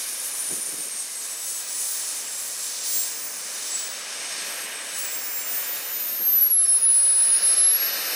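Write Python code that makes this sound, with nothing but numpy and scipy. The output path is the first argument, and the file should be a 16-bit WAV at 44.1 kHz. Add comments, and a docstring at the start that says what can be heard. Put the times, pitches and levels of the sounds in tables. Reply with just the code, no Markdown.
"""A model jet taxis over a grass field towards the microphone, side-on at first, its turbine spooling down.
Shaft-locked compressor tones sound over the roar and hiss of the jet, shaped noise; flaps of wind, low noise
in short swells, stir the microphone, most of them in the first second. The turbine slows, picks up a little,
then sinks towards idle; a strong gust comes near 6.2 s and the nose swings round: the whine at 16 times the
shaft rate comes forward, the air takes on a frontal colour. At the end the turbine spools up, the roar grows."""
import sys
import numpy as np
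from scipy.fft import rfft, irfft, next_fast_len
from scipy.io import wavfile
from scipy.ndimage import map_coordinates

SR = 44100
rng = np.random.default_rng(int(sys.argv[2]) if len(sys.argv) > 2 else 0)


def store_pcm(level_fs):
    """Save levels as 16-bit WAV."""
    pcm = np.round(np.clip(level_fs, -1, 1) * 32767).astype(np.int16)
    wavfile.write(sys.argv[1], SR, np.atleast_2d(pcm).T)


N = 359415  # length [samples]

# air rushing through the ducts: (time [s], level [dB])
DUCT_RUSH = [(0, -35), (.25, -38.5), (1.3, -40), (2.07, -35.5), (2.3, -39.5), (2.94, -31.5), (3.3, -38),
             (3.78, -33.5), (3.98, -37), (4.41, -33.6), (4.79, -40.5), (5.0, -36), (6.2, -39.5),
             (6.65, -41.5), (7.11, -38.5), (7.44, -33.5), (7.9, -30.7)]
# hiss of the nozzle, swelling and fading on the breeze: (time [s], level [dB])
NOZZLE_HISS = [(0, -34.5), (.68, -33.5), (.87, -37.5), (1.55, -32.5), (1.67, -37.5), (1.78, -28.5),
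               (2.3, -35.5), (2.45, -31), (2.82, -36), (2.93, -28), (3.15, -37.5), (3.78, -35.5),
               (3.93, -41.5), (4.58, -39.5), (4.84, -42), (4.98, -33.5), (5.24, -42.5), (5.55, -33.5),
               (5.72, -39.5), (6.4, -41.5), (6.9, -41.5), (7.25, -35.5), (7.68, -37.5), (8.15, -34.5)]
# how much the plane shows its nose and intakes to the microphone: (time [s], share [0-1])
NOSE_SHARE = [(0, 0.02), (3, 0.04), (4.2, 0.17), (5.2, 0.23), (6, 0.25), (6.6, 0.55), (7.3, 0.75),
              (8.15, 0.8)]


def amp(db):
    """Decibels to gain."""
    return 10 ** (np.asarray(db) / 20)


def unit(x):
    """Scale to rms 1."""
    return x / np.sqrt(np.mean(x ** 2) + 1e-20)


def curves(rows):
    """One value per sample for each column after the time."""
    s, *columns = np.transpose(rows)
    return [np.interp(np.arange(N) / SR, s, column) for column in columns]


def glide(rows):
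    """A natural cubic spline through (s, value) rows: a heavy rotor changes speed smoothly."""
    s, value = np.transpose(rows)

    def basis(t):
        return np.c_[np.abs(t[:, None] - s) ** 3, np.ones(len(t)), t]

    straight_ends = np.c_[np.array([np.ones(len(s)), s]), np.zeros((2, 2))]
    weights = np.linalg.solve(np.r_[basis(s), straight_ends], np.r_[value, 0, 0])
    t = np.linspace(0, N / SR, 2000)
    return curves(np.c_[t, basis(t) @ weights])[0]


def wobble(rate):
    """A smooth random curve, rate knots a second."""
    knots = rng.standard_normal(int(N * rate / SR) + 4)
    return map_coordinates(knots, [np.arange(N) * rate / SR])


def swell(s, length):
    """A bell-shaped rise and fall around a moment; length [s] runs from the peak to 1/e."""
    return np.exp(-((np.arange(N) / SR - s) / length) ** 2)


def filtered(x, response):
    """x shaped by a gain that depends on frequency."""
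    m = next_fast_len(N + SR // 2)  # half a second of room for ringing
    return irfft(rfft(x, m) * response(np.fft.rfftfreq(m, 1 / SR)), m)[..., :N]


def noise(colour):
    """Noise of rms 1 with a (Hz, dB) spectrum, silent outside it."""
    f, db = np.transpose(colour)

    def response(hz):
        return amp(np.interp(np.log(hz + 1), np.log(f), db, -120, -120))

    return unit(filtered(rng.standard_normal(N), response))


def bumps(rows, hz):
    """Gain of bell-shaped peaks and hollows at the given frequencies."""
    return amp(sum(db * np.exp(-((hz - centre) / width) ** 2) for centre, width, db in rows))


def skirt(phase, width_hz):
    """A band of noise that follows a tone: turbulence scatters its energy to both sides."""
    def response(hz):
        return (hz < 4 * width_hz) / (1 + (hz / width_hz) ** 2)

    sway = filtered(rng.standard_normal((2, N)), response)
    return unit(sway[0] * np.cos(phase) + sway[1] * np.sin(phase))


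def nose_on():
    """Share of the nose view, 0 to 1: the plane's heading decides which sounds reach the microphone."""
    return np.clip(curves(NOSE_SHARE)[0], 0, 1)


def wind():
    """A light breeze, its gusts and a few sharp flaps stir the two microphone ports separately."""
    # sharp flaps: (time [s], level [dB], played 10 dB lower)
    flap_rows = [(0.432, -47), (0.509, -32), (0.531, -26), (0.568, -38), (0.588, -33.5), (0.687, -38),
                 (0.739, -31.5), (0.754, -39), (0.792, -37), (0.808, -37), (0.867, -37), (0.951, -41),
                 (2.96, -42), (2.984, -37), (6.215, -33)]
    # gusts: (time [s], peak level [dB], length from peak to 1/e [s])
    gust_rows = [(.65, -59, .2), (3.302, -59, .4), (4.284, -62, .14), (6.19, -54.5, 0.56)]
    # spectrum of the wind noise: (frequency [Hz], relative density [dB])
    wind_colour = [(20, -48), (60, -28), (120, -11), (200, -2), (300, 0), (450, -4), (700, -12),
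                   (1500, -28), (5000, -70)]
    calm_db, flap_s = -81, 0.014  # the breeze between gusts; flap length from peak to 1/e
    flaps = sum(amp(db - 10) * swell(s, flap_s) for s, db in flap_rows)
    breeze = amp(calm_db) + sum(amp(db) * swell(s, length) for s, db, length in gust_rows)
    eddies = amp(2.2 * wobble(25))
    return (breeze * eddies + flaps) * np.array([noise(wind_colour), noise(wind_colour)])


def coloured(air):
    """The airframe's resonances and hollows colour the air; a frontal set joins as the nose swings round."""
    # fixed resonances and hollows: (centre [Hz], width [Hz], gain [dB])
    body_rows = [(380, 50, -2.5), (520, 110, 2.5), (830, 110, -1.5), (1410, 60, -2.5), (1640, 45, 3),
                 (1830, 90, 1.5), (2100, 70, -1), (2720, 80, -3.5), (3350, 150, -4.5), (3610, 100, 1),
                 (3920, 60, -4), (4380, 70, -2), (4820, 70, -4.5), (5490, 90, 2), (5790, 70, -2.5),
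                 (6000, 80, 2), (6220, 70, -2), (6980, 80, -3.5), (7460, 130, -5.5), (7940, 50, -2.5),
                 (8150, 100, 2.5), (8580, 170, -2), (9700, 350, 1.5)]
    # extra colour of the air heard from the front: (centre [Hz], width [Hz], gain [dB])
    front_rows = [(600, 240, 5), (945, 210, -2), (1332, 47, 6.5), (1750, 430, 3), (2160, 310, -4),
                  (3294, 140, -21), (4190, 190, 3), (4630, 49, 1), (5050, 110, 2.5), (5320, 64, -10),
                  (5480, 110, 5.5), (5610, 130, -8), (6150, 580, -8), (7200, 840, -11.5)]
    facing = nose_on()
    aside = filtered(air, lambda hz: bumps(body_rows, hz))
    ahead = filtered(aside, lambda hz: bumps(front_rows, hz))
    return (1 - facing) * aside + facing * ahead


def jet():
    """Large eddies roar, small ones hiss; the breeze makes the hiss waver more than the rush."""
    # roar of the exhaust: (time [s], level [dB])
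    roar_rows = [(0, -42.5), (.5, -43.5), (.92, -47), (1.9, -45), (2.17, -43), (2.5, -45), (3.29, -42.5),
                 (4.1, -39.5), (4.42, -36.5), (5.3, -39.5), (5.75, -38.5), (6.25, -45), (6.7, -47),
                 (7.02, -44.8), (7.55, -37), (8.15, -33)]
    # the finest hiss, mostly above 10 kHz: (time [s], level [dB])
    fine_rows = [(0, -36.5), (.68, -40), (1.05, -44.5), (1.56, -37), (1.67, -50), (1.79, -37), (2.3, -45),
                 (2.42, -37.5), (2.82, -46), (2.92, -40), (3.08, -49), (4.35, -48.5), (4.6, -38),
                 (4.83, -50), (4.99, -41), (5.42, -46), (5.6, -39.5), (7.55, -41.5), (7.72, -48),
                 (8.15, -47)]
    # the whole rush of air dips briefly: (time [s], change [dB], length from peak to 1/e [s])
    lull_rows = [(6.554, -5, 0.042), (7.706, -4, 0.064)]
    # spectra from deep to fine: (frequency [Hz], relative density [dB])
    low_roar_colour = [(20, -70), (60, -31), (110, -25), (170, -10), (260, -3.5), (500, -1), (800, 0.5),
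                       (1200, 1.5), (1600, -1.5), (2600, -55)]
    upper_roar_colour = [(700, -31), (1200, -18), (1550, -1.5), (2400, 1.5), (3100, 0), (3700, -2.5),
                         (5000, -33)]
    rush_colour = [(2300, -21), (3200, -7), (3700, -2.5), (5400, 1.5), (6400, 2), (7300, -4), (9500, -15)]
    hiss_colour = [(4500, -15), (6300, -1.5), (7200, -1.5), (9000, 1.5), (10000, 1.5), (10900, -6.5),
                   (13000, -33)]
    fine_colour = [(8500, -40), (10200, -7), (11000, 0), (12000, -2), (12600, -6), (13200, -12),
                   (16000, -14)]
    # the deep roar: its level when the upper roar is usual, and its share of the upper roar's swing
    low_roar_db, usual_roar_db, low_roar_share = -47.5, -43, 0.6
    low_roar_front_db = 0.5  # it carries a little better from the front

    upper_db, = curves(roar_rows)
    low_db = low_roar_db + low_roar_share * (upper_db - usual_roar_db) + low_roar_front_db * nose_on()
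    rush_db, = curves(DUCT_RUSH)
    hiss_db, = curves(NOZZLE_HISS)
    fine_db = curves(fine_rows)[0] + 1.3 * wobble(15)
    breeze = wobble(22)
    low_roar = amp(low_db) * noise(low_roar_colour)
    upper_roar = amp(upper_db + 0.46 * wobble(6.5)) * noise(upper_roar_colour)
    rush = amp(rush_db + 0.35 * breeze) * noise(rush_colour)
    hiss = amp(hiss_db + 1.3 * breeze) * noise(hiss_colour)
    fine_hiss = amp(fine_db + 1.0 * breeze) * noise(fine_colour)
    lull_db = sum(db * swell(s, length) for s, db, length in lull_rows)
    return amp(lull_db) * coloured(low_roar + upper_roar + rush + hiss + fine_hiss)


def ground(x):
    """At moments the bounce off the grass cancels part of the middle range."""
    # moments of cancellation: (time [s], depth [0-1], length from peak to 1/e [s])
    bounce_rows = [(3.286, 0.52, 0.18), (5.317, 0.5, 0.26)]
    centre_hz, width_hz = 3730, 1100
    depth = np.clip(sum(deepest * swell(s, length) for s, deepest, length in bounce_rows), 0, 1)
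    return x - depth * filtered(x, lambda hz: np.exp(-((hz - centre_hz) / width_hz) ** 2))


def compressor():
    """Blade tones locked to the shaft; moving air makes them flutter and scatters part into noise."""
    # turbine speed: (time [s], shaft rate [turns/s])
    shaft_rows = [(0.0, 1176.6), (0.31, 1178.7), (0.6, 1163.1), (1.12, 1034.0), (1.64, 972.8),
                  (2.06, 959.1), (3.34, 954.0), (3.7, 963.3), (4.2, 1020.5), (4.74, 1030.5), (5.08, 967.8),
                  (5.54, 918.8), (5.76, 903.0), (6.14, 824.5), (6.39, 742.7), (7.19, 637.9), (7.74, 705.4),
                  (8.15, 789.8)]
    # tone of the eight main blades: (time [s], level [dB])
    blade_rows = [(0, -35.5), (.6, -27.5), (.73, -36.5), (1.1, -36), (1.4, -40), (2.7, -42.5), (2.98, -37),
                  (3.56, -52), (3.74, -29.5), (4.0, -47), (4.5, -38.5), (4.78, -44), (5.06, -36.5),
                  (5.28, -43), (6.5, -46), (6.67, -42), (6.9, -59), (7.41, -51), (7.85, -58)]
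    # whine of all sixteen blades, beamed forward from the intake: (time [s], level before the nulls [dB])
    whine_rows = [(1.6, -46), (1.95, -32), (2.06, -45), (2.8, -48), (2.97, -28), (3.06, -36), (3.25, -36),
                  (3.42, -45), (3.85, -44), (5.05, -33.5), (5.57, -27), (5.8, -29.5), (6.2, -29),
                  (6.28, -17.8), (6.9, -16.5), (7.15, -18.5), (7.7, -17), (7.99, -31)]
    # weak shaft tones, at full strength from the side: (multiple of shaft rate, level re nozzle hiss [dB])
    weak_rows = [(2, -25), (11, -19), (14, -24), (15, -22)]
    # pitches at which reflections cancel the whine: (centre [Hz], width [Hz], gain [dB])
    null_rows = [(10470, 40, -14), (10795, 28, -12), (11420, 45, -12), (11830, 50, -6), (12270, 50, -5),
                 (13830, 30, -8), (14340, 90, -6), (14600, 30, -7), (14810, 35, -10), (15150, 45, -7),
                 (15440, 35, -7)]
    main_blades, all_blades = 8, 16
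    whine_flicker_db = 2.3  # wavering of the whine when heard from the side

    speed = glide(shaft_rows) * (1 + .00018 * wobble(14))
    turn = 2 * np.pi * np.cumsum(speed) / SR  # shaft angle [rad]

    def tone(order):
        return np.sqrt(2) * np.sin(order * turn)  # rms 1

    blade_db, = curves(blade_rows)
    rush_db, = curves(DUCT_RUSH)
    hiss_db, = curves(NOZZLE_HISS)
    facing = nose_on()

    # the lower tone is partly scattered by the hot, turbulent air around the plane
    core = amp(-7.0) * tone(main_blades)
    blurred = amp(-3.5) * skirt(main_blades * turn, width_hz=5.7)
    blurred = blurred + amp(-5.0) * skirt(main_blades * turn, width_hz=110)
    blade = amp(blade_db + 1.07 * wobble(45) + 1.5 * wobble(11)) * (core + blurred)

    whine_db = curves(whine_rows)[0] + whine_flicker_db * (1 - facing) ** 2 * wobble(17)
    flutter = amp(.6 * wobble(30) + .4 * wobble(90))
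    whine = amp(whine_db) * tone(all_blades) * bumps(null_rows, all_blades * speed) * flutter
    # the haze rises half as fast in dB: the whine is purest when its beam points at the microphone
    haze = amp(whine_db / 2 - 32) * skirt(all_blades * turn, width_hz=90)

    # weak tones leave sideways with the hiss and fade towards the top
    weak = sum(amp(hiss_db + db + 1.9 * wobble(9.7)) * tone(round(order)) for order, db in weak_rows)
    weak = (1 - facing) * filtered(weak, lambda hz: 1 / (1 + (hz / 11500) ** 12))

    # slight imbalance hums once per turn
    hum = facing * amp(-57 + 2.8 * wobble(8)) * tone(1)

    # the blades also chop the turbulent intake air into a hump of noise, sharper from the front
    chopped = amp(rush_db - 8.5 + 6.3 * facing) * skirt(main_blades * turn, width_hz=1160)
    chopped = chopped + facing * amp(rush_db - 8) * skirt(main_blades * turn, width_hz=340)
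    return blade + weak + hum + coloured(chopped), whine + haze


def scene():
    """The plane is straight ahead of the microphone; only its beamed whine leans a little to the left."""
    tones, whine = compressor()
    left_right_db = [[.25], [-.25]]
    return wind() + ground(jet()) + tones + whine * amp(left_right_db)


def record(dry):
    """The recorder keeps nothing above its band limit."""
    top_hz = 15800
    return filtered(dry, lambda hz: hz < top_hz)


dry = scene()
out = record(dry)
store_pcm(out)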